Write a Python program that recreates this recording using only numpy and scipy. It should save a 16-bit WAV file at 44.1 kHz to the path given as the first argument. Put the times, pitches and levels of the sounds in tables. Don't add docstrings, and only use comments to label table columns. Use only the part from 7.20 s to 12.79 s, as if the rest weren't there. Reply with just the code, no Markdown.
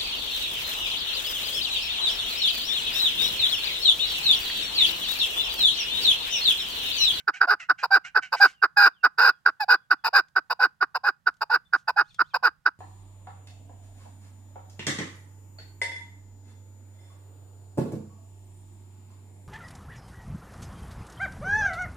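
import sys
import numpy as np
from scipy import signal
from scipy.fft import rfft, irfft
from scipy.io import wavfile
from scipy.ndimage import uniform_filter1d, minimum_filter1d

SR = 44100
rng = np.random.default_rng(int(sys.argv[2]) if len(sys.argv) > 2 else 0)


def amplitude_ratio(level_db):
    exponent = np.asarray(level_db, float) / 20
    return 10 ** exponent


def digitize_waveform(pressure):
    field = np.atleast_2d(pressure).T
    bounded = np.clip(field, -1, 1)
    quanta = np.round(bounded * 32767).astype(np.int16)
    wavfile.write(sys.argv[1], SR, quanta)


N = 246519
TIME = np.arange(N) / SR
HZ = np.fft.rfftfreq(N, 1 / SR)


def phrase():
    # start [t/s], length [t/s], peak [level/dB], high voice [f/Hz], place of peak [0-1]
    chuck = [(.073, 0.036, -14, 781, 0.1), (.205, .055, -14, 800.8, .2), (.489, .039, -12, 894, 0),
             (.947, 0.054, -14, 871.3, .5), (1.419, 0.048, -13, 784.6, .4),
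             (1.831, 0.048, -10.5, 755.8, 0.39), (2.253, 0.052, -14, 810.4, 0),
             (2.702, 0.045, -13.5, 750.4, .3), (3.155, 0.045, -14, 777.4, 0),
             (3.606, .045, -15.5, 744.6, .5), (4.061, 0.041, -15.5, 715.8, 0.35),
             (4.527, 0.043, -14, 801, 0.21), (4.987, 0.044, -15, 715.1, 0.91),
             (5.454, 0.041, -14.5, 732.7, 0.21)]
    ka = [(.628, 0.036, -21.5, 859, 0.2), (1.121, .041, -21.5, 904, 0.41), (2.399, 0.049, -24.5, 887, 0.23),
          (2.84, 0.053, -23, 907.6, .55), (3.299, 0.038, -21.5, 892, 0.28), (3.745, .035, -23.5, 910, 0.25),
          (4.209, 0.033, -23.5, 920, .5), (4.675, 0.038, -21, 890, 0.47), (5.137, 0.038, -21.5, 853.6, .3)]
    kar = [(.272, 0.081, -15, 759, 0.46), (.706, 0.08, -11.5, 818.2, 0.49), (1.2, 0.074, -8.5, 818.5, 0.4),
           (2.482, .081, -12, 837, 0.36), (2.93, .082, -12.5, 824.4, 0.43),
           (3.393, .079, -14.5, 835.1, 0.62), (3.835, .075, -17, 861.1, 0.72),
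           (4.297, 0.08, -16, 892, 0.65), (4.762, 0.068, -14.5, 882.3, 0.43),
           (5.227, 0.067, -14, 844, 0.41)]
    slur = [(1.563, .131, -12.5, 844.3, 0.71), (1.977, .14, -14.5, 884, .8)]
    attack_s = (0.0076, 0.0074, 0.0067, 0.0089)
    release_s = (0.0087, 0.007, 0.016, .016)
    edge_db = (-27.5, -18.5, -25, -31.5)
    open_db = (-6.5, -1.5, -10, -1.5)
    close_db = (-12.5, -4.5, -6, -3)
    # at opening, peak, close [level/dB]
    overtone_shape_db = ((-21, -22.5, -12.5), (-4, -3, 0), (-1, -22.5, -13), (-13, -19, -17.5))
    notes = sorted((row, kind) for kind, rows in enumerate((chuck, ka, kar, slur)) for row in rows)
    shapes = []
    for (start_s, length_s, db, _, place), k in notes:
        opening, peak, close = overtone_shape_db[k]
        end_s = start_s + length_s
        peak_s = np.clip(place * length_s, attack_s[k] + .001, length_s - release_s[k] - .001)
        shapes.append([(start_s, db + edge_db[k], opening),
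                       (start_s + attack_s[k], db + open_db[k], opening),
                       (start_s + peak_s, db, peak),
                       (end_s - release_s[k], db + close_db[k], close),
                       (end_s, db + edge_db[k], close)])
    return np.array([k for _, k in notes]), np.array([row for row, _ in notes]), shapes


def partridge():
    sag = (.86, 1, .93, .92)
    scoop = (.02, .03, .14, .03)
    low_early_db = (-33.5, -32.5, -32, -27.5)
    low_last_db = (-13.5, -13, -12.5, -21.5)
    low_swell_s = (0.018, .015, 0.022, .02)
    low_end_hz = (267.2, 440.1, 287.3, 247.2)
    hoarse = (.3, .34, .22, .25)
    clear_s = (.706, 1.2, 1.563, 4.675, 4.762)
    pure_s = (2.399,)
    shut_s = (0.021, 0.022, 0.014, .012)
    beak_kind_db = (-19, -8, -15.5, -14)
    # [t/s], [level/dB]
    gape = [(0, 2), (.6, 1), (1.15, 2.5), (1.8, 2), (2.4, 3.5), (2.9, 6.5), (3.5, 2), (4.2, 3.5), (4.8, -1),
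            (5.5, 3.5)]
    low_hold_hz, low_sag_hz_s = 500, 6621
    clear_rough, clear_low_db, break_s = .11, -14, 0.031
    pure_rough, pure_sag, pure_low_db = .03, .78, -38
    waver, waver_hz, scoop_s = .02, 14, 0.0053

    kinds, rows, shapes = phrase()
    call_db, overtone_db = played(shapes, fade_s=.0045)
    start, end = rows[:, 0], rows[:, 0] + rows[:, 1]
    note = np.searchsorted((start[1:] + end[:-1]) / 2, TIME)
    by_kind = lambda values: np.array(values)[kinds][note]
    among = lambda times_s: (np.abs(start[:, None] - times_s).min(axis=1) < .02)[note]
    pure, clear = among(pure_s), among(clear_s)
    left_s, length_s = (end[note] - TIME).clip(0), (end - start)[note]

    swell = np.exp(-left_s / by_kind(low_swell_s))
    low_db = by_kind(low_early_db) + (by_kind(low_last_db) - by_kind(low_early_db)) * swell
    resting = clear * ((left_s - break_s) / .008).clip(0, 1)
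    rough = by_kind(hoarse) + resting * (clear_rough - by_kind(hoarse))
    rough = np.where(pure, pure_rough, rough)
    low_db = np.where(pure, pure_low_db, low_db + resting * clear_low_db + 3 * wobble(32))

    high_from = rows[note, 3]
    high_to = high_from * np.where(pure, pure_sag, by_kind(sag))
    held = (left_s / length_s).clip(0, 1) ** (length_s / .085) ** 1.3
    high_hz = high_to + (high_from - high_to) * held
    slide = by_kind(scoop) * np.exp(-(TIME - start[note]).clip(0) / scoop_s)
    high_hz *= 1 + waver * ~pure * wobble(waver_hz) - slide
    low_hz = np.minimum(by_kind(low_end_hz) + low_sag_hz_s * left_s,
                        low_hold_hz * (1 + 0.068 * wobble(12)))

    high, high_phase = membrane(high_hz, rough, jitter=.08, scatter_db=6)
    low, low_phase = membrane(low_hz, rough, jitter=0.14, scatter_db=1.5)
    share = np.maximum((low_db + 35.0) / 16, (low_hold_hz - low_hz) / 90).clip(0, 1) * ~pure
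    air = rng.standard_normal(N) * (1.0 + np.exp(-(high_phase % 1) / 1.3))
    drive = (1.08 - share) * high + (share + .8 * rough) * low + 1.1 * rough * (.7 + share) * air
    drive -= uniform_filter1d(drive, SR // 200)

    rest = np.sqrt((1 - amplitude_ratio(2 * low_db) - amplitude_ratio(2 * overtone_db)).clip(.04, 1))
    pipe = windpipe(drive, rough, shut=np.exp(-left_s / by_kind(shut_s)))
    beak_db = by_kind(beak_kind_db) + np.interp(TIME, *np.transpose(gape))
    lower = chest(low_phase, low_db, rough) + amplitude_ratio(overtone_db) * overtones(drive)
    call = amplitude_ratio(call_db) * (lower + rest * pipe + beak_treble(drive, air, rough, call_db, beak_db))
    return signal.sosfiltfilt(signal.butter(3, 190, "high", fs=SR, output="sos"), call)


def membrane(hz, rough, jitter, scatter_db):
    phase = np.cumsum(hz * (1 + jitter * rough * wobble(150))) / SR
    at = np.flatnonzero(np.diff(np.floor(phase))) + 1
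    late = (phase[at] % 1) / (phase[at] - phase[at - 1])
    size = amplitude_ratio(scatter_db * rough[at] * rng.standard_normal(N)[at]) * np.sqrt(SR / hz[at])
    snaps = np.zeros(N)
    snaps[at - 1], snaps[at] = size * late, size * (1 - late)
    return snaps, phase


def chest(low_phase, low_db, rough):
    low_tone = np.cos(2 * np.pi * low_phase) * amplitude_ratio(5 * rough * wobble(70)) * 1.2
    return low_tone * amplitude_ratio(low_db + np.array([[-2.2], [2.2]]))


def overtones(drive):
    # [f/Hz], width [f/Hz], [level/dB], left minus right [level/dB], left leads [rad],
    # likeness of the two ports [0-1]
    overtone_modes = [(820, 300, 0, -4.5, .2, .99), (1040, 220, -4, -2, .45, .98)]
    above_chest = signal.butter(4, 620, "high", fs=SR, output="sos")
    return steady(body(signal.sosfiltfilt(above_chest, drive), overtone_modes), span_s=0.12)


def windpipe(drive, rough, shut):
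    # [f/Hz], width [f/Hz], [level/dB],
    # left minus right [level/dB], left leads [rad], likeness [0-1]
    open_modes = [(1492.4, 96.4, 9, -3, 0.69, 0.96), (1234, 270, -7.5, -2, 0.5, 0.8),
                  (1907, 190, -19, -6.5, 0.48, 0.75)]
    narrowed_modes = [(1393, 250, 2, -4, 0.79, .92), (1417, 43, -2, -4, .5, 0.79)]
    beat_hz, beat_depth = 74.7, 0.88
    pipe = np.sqrt(1 - shut) * steady(body(drive, open_modes), span_s=.016)
    pipe += np.sqrt(shut) * steady(body(drive, narrowed_modes), span_s=.016)
    beat_phase = 2 * np.pi * np.cumsum(beat_hz * (1 + .3 * wobble(20))) / SR
    return pipe * (1 + (beat_depth * rough).clip(0, .9) * np.cos(beat_phase))


def beak_treble(drive, air, rough, call_db, beak_db):
    # [f/Hz], width [f/Hz], [level/dB],
    # left minus right [level/dB], left leads [rad], likeness [0-1]
    beak_modes = [(2498, 200, 3.5, 0.55, 2, .9), (2754, 200, -8, 25, 1.1, 1),
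                  (3892, 550, -2, 0.5, 1.45, 0.55), (4800, 339, 6.5, 12, 1.46, 0.79),
                  (5260, 181, 1.5, 9, -2, 0.29)]
    rasp_modes = [(7230, 800, -3.5, 2, 1.8, 0.78), (9150, 170, -12, -3.5, 0.27, .8),
                  (9930, 200, -4.5, -3, 2.5, 0.48), (11975, 1100, -1.5, 9, 1.7, 0.7),
                  (14900, 5000, -9.5, 7.5, 1.7, 0.67)]
    effort_db = call_db + 20.5
    beak = steady(dipped(body(drive + 0.47 * rough * air, beak_modes)), span_s=0.059)
    grain_db = .35 * effort_db + 2.5 * wobble(120)
    rasp = steady(dipped(body(drive + 0.2 * air, rasp_modes)), span_s=.03)
    return amplitude_ratio(beak_db - 1.0 + 0.29 * effort_db) * beak + amplitude_ratio(1.165 * beak_db - 18.0 + grain_db) * rasp


def dipped(x):
    # [f/Hz], width [f/Hz], [level/dB]
    dips = [(3330, 320, -12), (6350, 400, -10), (8400, 400, -10)]
    gain_db = sum(db * np.exp(-((HZ - hz) / width_hz) ** 2) for hz, width_hz, db in dips)
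    return irfft(rfft(x) * amplitude_ratio(gain_db), N)


def played(tables, fade_s):
    rows = []
    for note in map(np.array, tables):
        hush = np.zeros(note.shape[1])
        hush[:2] = fade_s, -45
        before = hush.copy()
        before[0] = -fade_s
        rows += [note[0] + before, *note, note[-1] + hush]
    s, *columns = np.transpose(sorted(rows, key=lambda row: row[0]))
    return [uniform_filter1d(np.interp(TIME, s, c), size=90) for c in columns]


def body(drive, modes):
    hz, width_hz, db, pan_db, lead, like = np.array(modes).T[:, :, None]
    power = amplitude_ratio(2 * db) / (1 + (HZ - hz) ** 2 / width_hz ** 2) ** 3
    total, side = power.sum(axis=0), np.array([[1], [-1]])
    pan_db, lead, like = ((power * v).sum(axis=0) / total for v in (pan_db, lead, like.clip(0, 1)))
    spread = np.sqrt(uniform_filter1d(drive ** 2, 64).clip(0))
    scattered = rfft(spread * rng.standard_normal((2, N)))
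    heard = np.sqrt(like) * rfft(drive) + np.sqrt(1 - like) * scattered
    return irfft(np.sqrt(total) * amplitude_ratio(side * pan_db / 2) * np.exp(.5j * lead * side) * heard, N)


def steady(x, span_s):
    return x / np.sqrt(uniform_filter1d(np.mean(x ** 2, axis=0), int(span_s * SR)).clip(1e-20))


def wobble(rate_hz):
    x = signal.lfilter([1], [1, -np.exp(-2 * np.pi * rate_hz / SR)], rng.standard_normal(N))
    return x / x.std()


def far_partridge():
    # start [t/s], length [t/s], peak [level/dB]
    far_calls = [(-.04, 0.052, -32), (0.132, 0.076, -38), (0.392, 0.077, -39), (0.579, 0.079, -40),
                 (0.84, 0.067, -36.5), (1.017, .075, -37), (1.155, 0.074, -38.5), (1.251, 0.093, -44.5)]
    # [f/Hz], width [f/Hz], [level/dB], left minus right [level/dB], left leads [rad],
    # likeness [0-1]
    far_throat = [(1495, 100, 1, -10, .3, 0.63), (1930, 670, -0.5, -1.5, 1.3, 1),
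                  (2680, 390, -1.5, -3.5, 0.3, 1), (4100, 300, -15.5, -5, 1, 0.4),
                  (5700, 1900, -18.5, 7, 0.1, 0.53), (7300, 750, -28, 5.5, 1.3, 0.37)]
    voice_hz, attack_s, hold = 728, 0.0099, .55
    open_db, sag_db, last_db = -26.5, -3.5, -24
    shapes = [[(s, db + open_db), (s + attack_s, db), (s + hold * length_s, db + sag_db),
               (s + length_s, db + last_db)] for s, length_s, db in far_calls]
    level_db, = played(shapes, fade_s=.012)
    snaps, _ = membrane(voice_hz * (1 + .05 * wobble(6)), np.full(N, .35), jitter=.08, scatter_db=6)
    drive = snaps - snaps.mean() + .6 * rng.standard_normal(N)
    return amplitude_ratio(level_db) * steady(body(drive, far_throat), span_s=0.069)


def songbirds():
    # start [t/s], end [t/s], from [f/Hz], to [f/Hz], [level/dB]
    whistles = [(1.31, 1.431, 3600, 2750, -62), (1.735, 1.843, 3797, 2710, -63.5),
                (2.109, 2.189, 3548, 3294, -70.5), (2.557, 2.642, 3450, 3374, -68),
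                (2.78, 2.84, 3561, 3356, -73), (4.45, 4.477, 3586, 3527, -65.5),
                (4.841, 4.896, 2900, 4900, -66), (4.892, 4.931, 4700, 3260, -57.5),
                (4.884, 4.93, 2970, 2370, -69), (4.94, 4.969, 4100, 3280, -56),
                (5.042, 5.095, 2920, 4860, -63.5), (5.096, 5.14, 4113, 3080, -60.5),
                (5.098, 5.133, 2900, 2324, -66.5)]
    fall_bend, rise_bend = 2.8, .7
    out = np.zeros(N)
    for start, end, from_hz, to_hz, db in whistles:
        u = ((TIME - start) / (end - start)).clip(0, 1)
        hz = to_hz + (from_hz - to_hz) * (1 - u) ** (fall_bend if to_hz < from_hz else rise_bend)
        tone = np.sin(2 * np.pi * np.cumsum(hz) / SR)
        out += amplitude_ratio(db + 2.5 * wobble(60)) * np.sin(np.pi * u).clip(0) ** 0.24 * tone
    blur = amplitude_ratio(-31 - 60 * TIME[:SR // 8] / 0.12) * rng.standard_normal((2, SR // 8))
    return .5 * out + signal.fftconvolve(out[None], blur, axes=1)[:, :N]


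def cage():
    # [t/s], peak [level/dB], t60 [t/s]
    ticks = [
        (3.084, -55.5, 0.075),
        (4.1407, -56, 0.029),
        (4.168, -59, 0.052),
        (4.9444, -44.5, 0.059),
    ]
    # [t/s], half length [t/s], [level/dB]
    rustles = [
        (1.236, 0.065, -47),
        (4.587, 0.034, -65),
        (4.918, 0.082, -70.5),
        (5.09, 0.054, -76),
    ]
    shape = np.zeros(N)
    for s, db, t60_s in ticks:
        fall_db = 60 * (TIME - s).clip(0) / np.clip(t60_s, .006, .03)
        shape += amplitude_ratio(db - 6.0 - fall_db) * (TIME >= s)
    for s, half_s, db in rustles:
        shape += amplitude_ratio(db + 1.5 * wobble(30)) * np.exp(-((TIME - s) / half_s) ** 2)
    return shape * steady(body(rng.standard_normal(N), [(4600, 3800, 0, 4, 0.64, 0.83)]), span_s=.2)


def echoes(x):
    ground_db, ground_t60_s, trees_db, trees_t60_s = -27.5, 0.1, -37.5, 0.23
    t = TIME[:SR // 2]
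    quick, slow = rng.standard_normal((2, 2, len(t)))
    slow = signal.lfilter([1], [1, -.6], slow) * (1 - np.exp(-t / .02))
    tail = amplitude_ratio(ground_db - 60 * t / ground_t60_s) / np.sqrt(ground_t60_s * SR / 14) * quick
    tail += amplitude_ratio(trees_db - 60 * t / trees_t60_s) / np.sqrt(trees_t60_s * SR / 14) * slow
    return signal.fftconvolve(x, tail, axes=1)[:, :N]


def field():
    # [f/Hz], density [level/dB]
    air_spectrum = [(18, -33), (30, -6.5), (154, -2), (337, -32.5), (1830, -26), (2190, -36), (3230, -35),
                    (15000, -44.5)]
    # [t/s], [level/dB]
    hum_level = [(0.0, -82.5), (0.62, -72), (2.19, -81.5), (3.87, -77.5), (4.86, -69), (4.97, -65.5),
                 (5.59, -74.5)]
    table_hz, table_db = np.transpose(air_spectrum)
    colour = amplitude_ratio(np.interp(np.log(HZ + 1), np.log(table_hz), table_db))
    mid, side = rfft(rng.standard_normal((2, N))) * colour
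    air = np.array([mid + 0.47 * side, mid - 0.8 * side]) * amplitude_ratio(np.array([[-2.8], [2.8]]))
    bass = 1 / (1 + (HZ / 200) ** 4)
    hum, hiss = irfft(air * bass, N), irfft(air * (1 - bass), N)
    scale = np.sqrt(np.mean(hum ** 2))
    hum_db = np.interp(TIME, *np.transpose(hum_level)) + 1.3 * wobble(6)
    return hum / scale * amplitude_ratio(hum_db) + hiss / scale * amplitude_ratio(-67 + 0.9 * wobble(3))


def scene():
    near, far = partridge(), far_partridge() + songbirds()
    return near + far + echoes(near + amplitude_ratio(15.5) * far) + cage() + field()


def limited(x):
    ceiling = .95
    room = (ceiling / np.abs(x).max(axis=0).clip(1e-9)).clip(None, 1)
    return x * uniform_filter1d(minimum_filter1d(room, size=257), size=129)


def low_pass(x):
    return signal.sosfilt(signal.butter(12, 16630, fs=SR, output="sos"), x)


def record(dry):
    top_cut = signal.ellip(8, .3, 60, 15830, fs=SR, output="sos")
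    mix = signal.sosfilt(top_cut, limited(dry))
    return low_pass(mix)


dry = scene()
out = record(dry)
digitize_waveform(out)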